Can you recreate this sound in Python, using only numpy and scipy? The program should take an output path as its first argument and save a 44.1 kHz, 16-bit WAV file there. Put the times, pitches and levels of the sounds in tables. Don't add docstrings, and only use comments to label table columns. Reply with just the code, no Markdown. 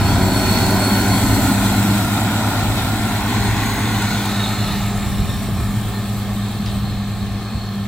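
import sys
import numpy as np
from scipy import signal
from scipy.fft import rfft, irfft, next_fast_len
from scipy.io import wavfile
from scipy.ndimage import uniform_filter1d, map_coordinates

SR = 44100
rng = np.random.default_rng(int(sys.argv[2]) if len(sys.argv) > 2 else 0)


def file_out(sig):
    cols = np.atleast_2d(sig).T
    lim = np.clip(cols, -1, 1)
    pcm = np.round(lim * 32767).astype(np.int16)
    wavfile.write(sys.argv[1], SR, pcm)


N = 347067
T = np.arange(N) / SR

# time_s, firing_rate_hz
ENGINE_SPEED = [(0, 99.4), (1.2, 107.3), (2.2, 109.9), (3.3, 109.2), (4.4, 109.6), (5, 108.7), (6.3, 109.3),
                (7.87, 108.3)]
# time_s, far_share (0 to 1), near_pitch_factor (ratio)
GROUND_COLOUR = [(0, 0.07, 1.01), (1.5, 0.029, 0.99), (2.7, 0.17, 0.97), (3.6, 0.11, 1.057),
                 (4.2, 0.24, 1.007), (4.7, 0.46, .95), (5.2, 0.74, 0.85), (7.87, 1, 0.83)]
CARRYING = {"exhaust": (-23, 1, 3, 3), "boom": (-15.5, 12.5, 7, -7.5), "roar": (-21.5, 4, 9, -1.5),
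            "gears": (-24, 7.5, 5.5, 2), "rasp": (-26.5, 4.5, 8, -4.5), "chaff": (-29, 11, 4, -5)}


def engine(firings):
    # multiple_of_firing_rate (ratio), level_against_exhaust_note_db
    exhaust_orders = [(1 / 2, -22), (3 / 2, -18.5), (2, -9.5), (3, -28.5)]
    note = line(firings, flutter_db=2.0, wobble=0.03)
    for order, db in exhaust_orders:
        note = note + undb(db) * line(order * firings, flutter_db=5.5, wobble=0.28)
    return note * undb(carried(*CARRYING["exhaust"]))


def knives(passes):
    # start_level_db, loss_per_doubling_db, loss_far_db, gain_at_lowest_speed_db
    hum_carrying = [(-19.5, 9.6, 1.3, -9.5), (-19, 5.35, 0.34, -7.5), (-22, 15.8, 8.1, -10),
                    (-31, 7.8, 7.5, 0)]
    # harmonic_number, centre_s, depth_db, length_s
    reflection_nulls = [(1, 0.86, 9.5, 0.096), (2, 2.69, 12, 0.29), (2, 3.6, 7.5, 0.19), (2, 5.6, 7, .04),
                        (2, 5.3, 4, 0.046), (2, 7.55, 7, 0.088), (4, 2.35, 19, 0.43)]
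    # multiple_of_knife_rate (ratio), level_against_third_harmonic_db
    knife_orders = [(5 / 2, -19), (5, -14.5), (6, -13)]
    levels_db = [carried(*row) for row in hum_carrying]
    for harmonic, centre_s, depth_db, length_s in reflection_nulls:
        levels_db[harmonic - 1] -= depth_db * bell(centre_s, length_s)
    first, second, third, fourth = undb(levels_db)
    hum = first * line(passes, flutter_db=0.5, wobble=0.057)
    hum = hum + second * line(2 * passes, flutter_db=2.0, wobble=0.05)
    hum = hum + fourth * line(4 * passes, flutter_db=2.5, wobble=0.11)
    upper = line(3 * passes, flutter_db=3, wobble=0.32)
    for order, db in knife_orders:
        upper = upper + undb(db) * line(order * passes, flutter_db=2.5, wobble=0.15)
    return hum + third * upper


def hood_boom(passes):
    # frequency_hz, level_db
    boom_colour = [(60, -27), (120, -12), (170, -3.5), (215, 2.5), (260, 0.5), (310, -4), (380, -11),
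                   (450, -27), (700, -39)]
    churn = ports(side_db=-24.0) * strokes(passes, depth=0.29)
    return colour(churn, boom_colour) * undb(carried(*CARRYING["boom"]) + 1.43 * walk(11))


def drumming_steel():
    # centre_s, level_db, length_s
    drumming = (0.66, -29, 0.59)
    panel = [(220, -15), (320, -2.0), (400, -5), (500, -12.5), (620, -3.0), (800, -13)]
    return colour(ports(side_db=-30), panel) * swell(*drumming)


def rattle(turns):
    # frequency_hz, level_db
    rattle_colour = [(480, -24), (700, 6), (1000, -3), (1200, -11), (1500, 2), (1800, -8.5), (2250, -4.5),
                     (2900, -20)]
    chance = 240 / SR * strokes(turns, depth=.8)
    ticks = (rng.random(N) < chance) * np.sign(noise())
    ticks = ticks * undb(1.5 * walk(40))
    return colour(ticks, rattle_colour) * undb(-10)


def hood_roar(passes, firings):
    # frequency_hz, level_db
    near_colour = [(330, -20), (440, -8.5), (520, -12.5), (640, 0.5), (800, 3.5), (1040, 1), (1190, -15.5),
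                   (1300, -2), (1430, 2), (1570, -4), (1700, -13), (1850, -14.5), (2150, -10),
                   (2800, -22.5), (4000, -12.5), (6000, -67)]
    # frequency_hz, level_db
    far_colour = [(330, 0), (430, -0.5), (520, -7), (600, -2), (680, -0.5), (780, 2.5), (910, -8),
                  (1050, -1.5), (1220, 0.5), (1450, -11.5), (1640, -4.5), (1790, -3.5), (1970, -16.5),
                  (2130, -7), (2900, -23.5), (4000, -14.5), (6000, -31)]
    far = far_share()
    shift = curves(GROUND_COLOUR)[1]
    turns = passes / 2

    drive = ports(side_db=-12.5) + 0.22 * clatter(turns, wobble=0.0043)
    drive = drive * strokes(turns, depth=0.052)
    place = np.cumsum(shift * (1 + .014 * walk(5))) % N
    near = np.array([np.interp(place, np.arange(N), port) for port in colour(drive, near_colour)])

    distant = ports(side_db=-44.0) + 0.27 * clatter(turns, wobble=0.0025)
    distant = colour(distant * strokes(firings, depth=0.11), far_colour)

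    roar = np.sqrt(1 - far) * (near + rattle(turns)) + np.sqrt(far) * distant
    roar = restless(roar, depth_db=0.88, rate=9)
    roar = roar * undb(carried(*CARRYING["roar"]) + 0.36 * walk(12))
    return roar * undb([[0.35], [0]])


def roar_swells():
    # centre_s, frequency_hz, level_db, length_s, width_hz
    swelling_bands = [(1.28, 268, -23.5, 0.29, 80.4), (2.402, 1418, -34, 0.41, 150.5),
                      (3.67, 2000, -34.5, 0.35, 403.5), (3.7, 1077, -36, 0.25, 139.2),
                      (3.856, 310, -35, 0.35, 50.2), (4.03, 1445, -32.5, .13, 69.6),
                      (4.52, 1290, -37.5, 0.39, 150), (4.38, 1530, -41, .14, 110)]
    return sum(swell(s, db, length) * rasping_tone(hz * T, width)
               for s, hz, db, length, width in swelling_bands)


def gears(passes):
    # multiple_of_knife_rate (ratio), level_against_gear_level_db
    whines = [(9, -31), (10.5, -15), (11.5, -24), (14, -30)]
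    # time_s, level_db
    whirr_level = [(0, -52), (1.5, -42), (2.4, -41), (3.7, -41.5), (4.7, -42.5), (5.5, -46.5), (6.5, -49.5),
                   (7.87, -50)]
    whine = sum(undb(db) * line(order * passes, flutter_db=3.0, wobble=0.95) for order, db in whines)
    teeth = 18 * passes
    whirr = line(teeth, flutter_db=0.5, wobble=0.52) + rasping_tone(teeth, width_hz=90)
    whirr = unit(whirr) * undb(curves(whirr_level)[0])
    return whirr + whine * undb(carried(*CARRYING["gears"]))


def squeals(firings):
    # time_s, level_db
    squeal_level = [(0, -39), (.09, -32), (.16, -35.5), (.21, -32.5), (.38, -31.5), (.57, -27.8), (.7, -30),
                    (.76, -35.5), (.84, -30), (.98, -28.7), (1.04, -30), (1.13, -30), (1.2, -36),
                    (1.28, -33), (1.46, -39), (1.8, -53), (2.2, -120), (6.3, -70), (6.55, -46.5),
                    (6.8, -48), (6.98, -45), (7.1, -48.5), (7.38, -48.5), (7.5, -43), (7.67, -41.5),
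                    (7.76, -47), (7.87, -49)]
    # time_s, frequency_hz
    squeal_pitch = [(0, 4306), (1.13, 4309), (1.5, 4235), (6.5, 4160), (7.2, 4175), (7.6, 4230),
                    (7.87, 4200)]
    # centre_s, frequency_hz, level_db, length_s, width_hz
    rough_bands = [(1.66, 4100, -29, .007, 600), (1.755, 4100, -36, 0.022, 400), (1.9, 4250, -40, .03, 400),
                   (3.55, 3400, -42, .3, 450), (3.85, 6600, -41, 0.49, 1000),
                   (3.995, 3680, -36, 0.022, 220), (4.15, 4110, -43, 0.16, 252),
                   (4.4, 3770, -32.5, 0.085, 220), (4.55, 4200, -38, 0.17, 380),
                   (4.77, 3900, -38.5, 0.13, 340), (5.25, 3700, -45, 0.16, 400),
                   (5.35, 5460, -49, 0.26, 440), (5.965, 4170, -39, 0.024, 300),
                   (6.856, 4190, -38.5, .005, 400)]
    upper_mode_hz, upper_mode_db = 100, -5
    turns = np.cumsum(curves(squeal_pitch)[0]) / SR
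    far = far_share()
    chatter = unit(undb(1.3 * walk(70)))
    singing = line(turns, flutter_db=2.7, wobble=0.78) + .65 * rasping_tone(turns, width_hz=170)
    singing = unit(singing)
    grating = chatter * rasping_tone(turns, width_hz=270)
    upper = undb(upper_mode_db) * rasping_tone(turns + upper_mode_hz * T, width_hz=260)
    squeal = np.sqrt(1 - far) * singing + np.sqrt(far) * grating + upper
    squeal = squeal * undb(curves(squeal_level)[0])
    rough = sum(swell(s, db, length) * rasping_tone(hz * T, width)
                for s, hz, db, length, width in rough_bands)
    bursts = unit(strokes(firings / 2, depth=0.088) * strokes(firings, depth=0.1))
    return (squeal + chatter * rough) * bursts * undb([[-1.5], [.8]])


def crop(firings):
    # frequency_hz, level_db
    rasp_near = [(1800, 3), (2200, -0.5), (2500, -1), (3050, -6), (3400, -2.5), (3800, -4), (4200, -1),
                 (4600, -11), (5500, -34)]
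    rasp_midway = [(1800, -5), (2200, -1.5), (2600, -2.5), (2950, -4), (3250, -9), (3550, 1.5),
                   (3900, -3.5), (4250, 1), (4600, -16), (5500, -35)]
    rasp_far = [(1800, -48), (2500, 0.5), (2850, -6.5), (3150, 2), (3400, 0), (3800, 2), (4200, -2),
                (4550, -3.5), (5500, -31)]
    # centre_s, length_s
    midway_time = (4.7, 0.7)
    # frequency_hz, level_db
    chaff_colour = [(3800, -9), (4700, 1.5), (5300, 1.5), (5900, 0.5), (6600, -0.5), (7300, -5), (8500, -4)]
    spray_colour = [(5800, -12), (7000, -1.5), (8000, 3), (11500, -1), (15500, -1), (16400, -23)]
    # time_s, level_db
    spray_level = [(0, -32), (.5, -28.5), (1.5, -28), (2.6, -32.5), (4.2, -34), (5.2, -37.5), (5.9, -38),
                   (7.1, -45), (7.87, -46.5)]
    # centre_s, extra_rasp_db, length_s
    clumps = [(0.54, 3, 0.13), (1.69, 2, 0.047), (2.787, 5, 0.013), (3.35, 1.7, 0.09), (3.62, 2.5, .04),
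              (4.492, 4.5, 0.53), (6.683, 2, .025), (7.47, 0.5, 0.026)]
    # time_s, lead_samples
    left_lead = [(0, 3.7), (1.5, 3.4), (2.5, 5.4), (4, 2.7), (5, 0.41), (7.87, 1.7)]
    far = far_share()
    feed = walk(18)
    clumps_db = sum(db * bell(s, length) for s, db, length in clumps)

    drive = ports(side_db=-5.0, grain_db=1.5) * strokes(firings / 2, depth=0.059)
    rasp = np.sqrt(1 - far) * colour(drive, rasp_near) + np.sqrt(far) * colour(drive, rasp_far)
    midway = bell(*midway_time)
    middle = colour(ports(side_db=-12.0, grain_db=0.5), rasp_midway) * strokes(firings / 2, depth=0.095)
    rasp = np.sqrt(1 - midway) * rasp + np.sqrt(midway) * middle
    rasp = restless(rasp, depth_db=2.0, rate=10)
    rasp = rasp * undb(carried(*CARRYING["rasp"]) + clumps_db + 0.58 * feed)

    chaff = restless(colour(ports(side_db=-0.5, grain_db=2.0), chaff_colour), depth_db=2.5, rate=8)
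    chaff = chaff * undb(carried(*CARRYING["chaff"]) + 0.79 * clumps_db + 0.36 * feed)

    spray = restless(colour(ports(side_db=-58.5, grain_db=1.9), spray_colour), depth_db=2.5, rate=12)
    spray = spray * undb(curves(spray_level)[0] + 0.51 * feed)
    lead, = curves(left_lead)
    return across_ports(rasp + chaff, lead) + across_ports(spray, -11.4)


def stalks():
    # start_s, level_db, decay_s
    snaps = [(1.936, -27, .005), (3.876, -32, 0.0057), (4.02, -29, 0.0092)]
    # start_s, level_db, decay_s
    rustles = [(6.66, -28.5, .007), (6.674, -32, .006), (6.686, -35.5, .006)]
    snap = colour(ports(side_db=-4), [(2500, -14), (5000, -7), (7500, 7), (11000, -2), (15500, -5)])
    leaf_colour = [(700, -15), (1500, 3), (3500, 3), (5200, 5), (6500, -17), (12000, -11)]
    leaves = colour(ports(side_db=-10, grain_db=-4.0), leaf_colour)
    return snap * cracks(snaps) + leaves * cracks(rustles)


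def knock():
    # start_s, level_db, decay_s
    knock_events = [(5.486, -23, .008)]
    hollow = [(200, -15), (300, -6), (380, 0), (470, -7), (650, -28)]
    return colour(noise(), hollow) * cracks(knock_events)


def wind():
    # frequency_hz, level_db
    wind_colour = [(12, -19), (25, -12), (38, -6), (55, -2.5), (80, -4.5), (130, -5), (200, -11.5),
                   (400, -33)]
    # time_s, level_db
    breeze = [(0, -22.5), (.35, -22), (2.4, -28.5), (3.5, -25), (4.3, -28), (5.1, -23.5), (5.9, -28.5),
              (6.6, -31), (7.87, -29.5)]
    # centre_s, frequency_hz, level_db, length_s
    bumps = [(4.72, 102, -20, .018), (5.075, 72, -22.5, .011), (5.198, 62, -18.5, .011),
             (5.53, 95, -26, .012), (5.608, 68, -17.5, .01), (7.565, 66, -24, .02)]
    rumble = colour(ports(side_db=-10.5), wind_colour) * undb(curves(breeze)[0] + 2.2 * walk(5.04))
    eddy_colour = [(20, -10), (50, -21.0), (110, -1), (200, -9), (320, -13), (450, -21), (900, -52)]
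    eddies = colour(ports(side_db=-15), eddy_colour)
    thumps = 0
    for s, hz, db, length in bumps:
        tone = np.sqrt(2) * np.sin(2 * np.pi * (hz * T + rng.random()))
        thumps = thumps + swell(s, db, length) * (tone + .5 * eddies)
    return rumble + thumps


def far_share():
    return np.clip(curves(GROUND_COLOUR)[0], 0, 1)


def carried(db, doubling_db, far_db, slow_db):
    start_m, drive_m_s = 8.35, 1.764
    hz, = curves(ENGINE_SPEED)
    slow = (hz.max() - hz) / np.ptp(hz)
    doublings = np.log2(1 + drive_m_s * T / start_m)
    return db + slow_db * slow - doubling_db * doublings - far_db * far_share()


def across_ports(x, lead):
    return np.array([x[0], map_coordinates(x[1], [np.arange(N) - lead], order=5)])


def line(turns, flutter_db, wobble):
    return unit(undb(flutter_db * walk(25)) * np.sin(2 * np.pi * turns + wobble * walk(30)))


def rasping_tone(turns, width_hz):
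    in_phase = walk(width_hz) * np.cos(2 * np.pi * turns)
    return in_phase + walk(width_hz) * np.sin(2 * np.pi * turns)


def strokes(turns, depth):
    return unit(np.exp(depth * np.cos(2 * np.pi * turns)))


def clatter(turns, wobble, size=400):
    place = (turns + wobble * walk(20)) * size
    return unit(map_coordinates(rng.standard_normal(size), [place % size], order=1, mode="grid-wrap"))


def ports(side_db, grain_db=0):
    ticks = np.minimum(rng.exponential(size=N // 16 + 1), 4)
    ticks = np.repeat(ticks, 16)[:N]
    opposed = undb(side_db) * noise() * np.array([[1], [-1]])
    return (noise() + opposed) * undb(grain_db * ticks)


def restless(x, depth_db, rate, size=1024):
    spectra = signal.stft(x, nperseg=size)[2]
    drift = uniform_filter1d(rng.standard_normal(spectra.shape[1:]), size=4, axis=0)
    drift = unit(uniform_filter1d(drift, max(int(2 * SR / size / rate), 1), axis=1))
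    return unit(signal.istft(spectra * undb(depth_db * drift), nperseg=size)[1][:, :N])


def colour(x, points):
    hz, db = np.transpose(points)
    size = next_fast_len(N, real=True)
    bins = np.maximum(np.arange(size // 2 + 1) * SR / size, 1)
    gain = undb(np.interp(np.log(bins), np.log(hz), db, left=-90, right=-90))
    return unit(irfft(rfft(x, size) * gain, size)[..., :N])


def cracks(table):
    return sum(undb(db) * np.clip((T - s) / 0.0011, 0, 1) * np.exp(-np.abs(T - s) / decay)
               for s, db, decay in table)


def swell(s, db, length):
    return undb(db) * bell(s, length)


def bell(s, length):
    return np.exp(-.5 * ((T - s) / length) ** 2)


def walk(rate):
    hold = max(int(SR / rate), 1)
    held = np.repeat(rng.standard_normal(N // hold + 2), hold)
    return unit(uniform_filter1d(uniform_filter1d(held, hold), hold)[:N])


def noise():
    return rng.standard_normal(N)


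def unit(x):
    return x / np.sqrt(np.mean(x ** 2))


def undb(db):
    return 10 ** (np.asarray(db) / 20)


def curves(table):
    s, *columns = np.transpose(table)
    return [np.interp(T, s, column) for column in columns]


def scene():
    hz, = curves(ENGINE_SPEED)
    firings = np.cumsum(hz) / SR - hz[0] * .02
    passes = .9193 * firings
    hood = hood_boom(passes) + drumming_steel() + hood_roar(passes, firings) + roar_swells()
    mower = knives(passes) + hood + gears(passes) + squeals(firings)
    return engine(firings) + mower + crop(firings) + stalks() + knock() + wind()


def record(dry):
    return signal.sosfilt(signal.ellip(10, .2, 80, 15950, fs=SR, output="sos"), dry)


dry = scene()
out = record(dry)
file_out(out)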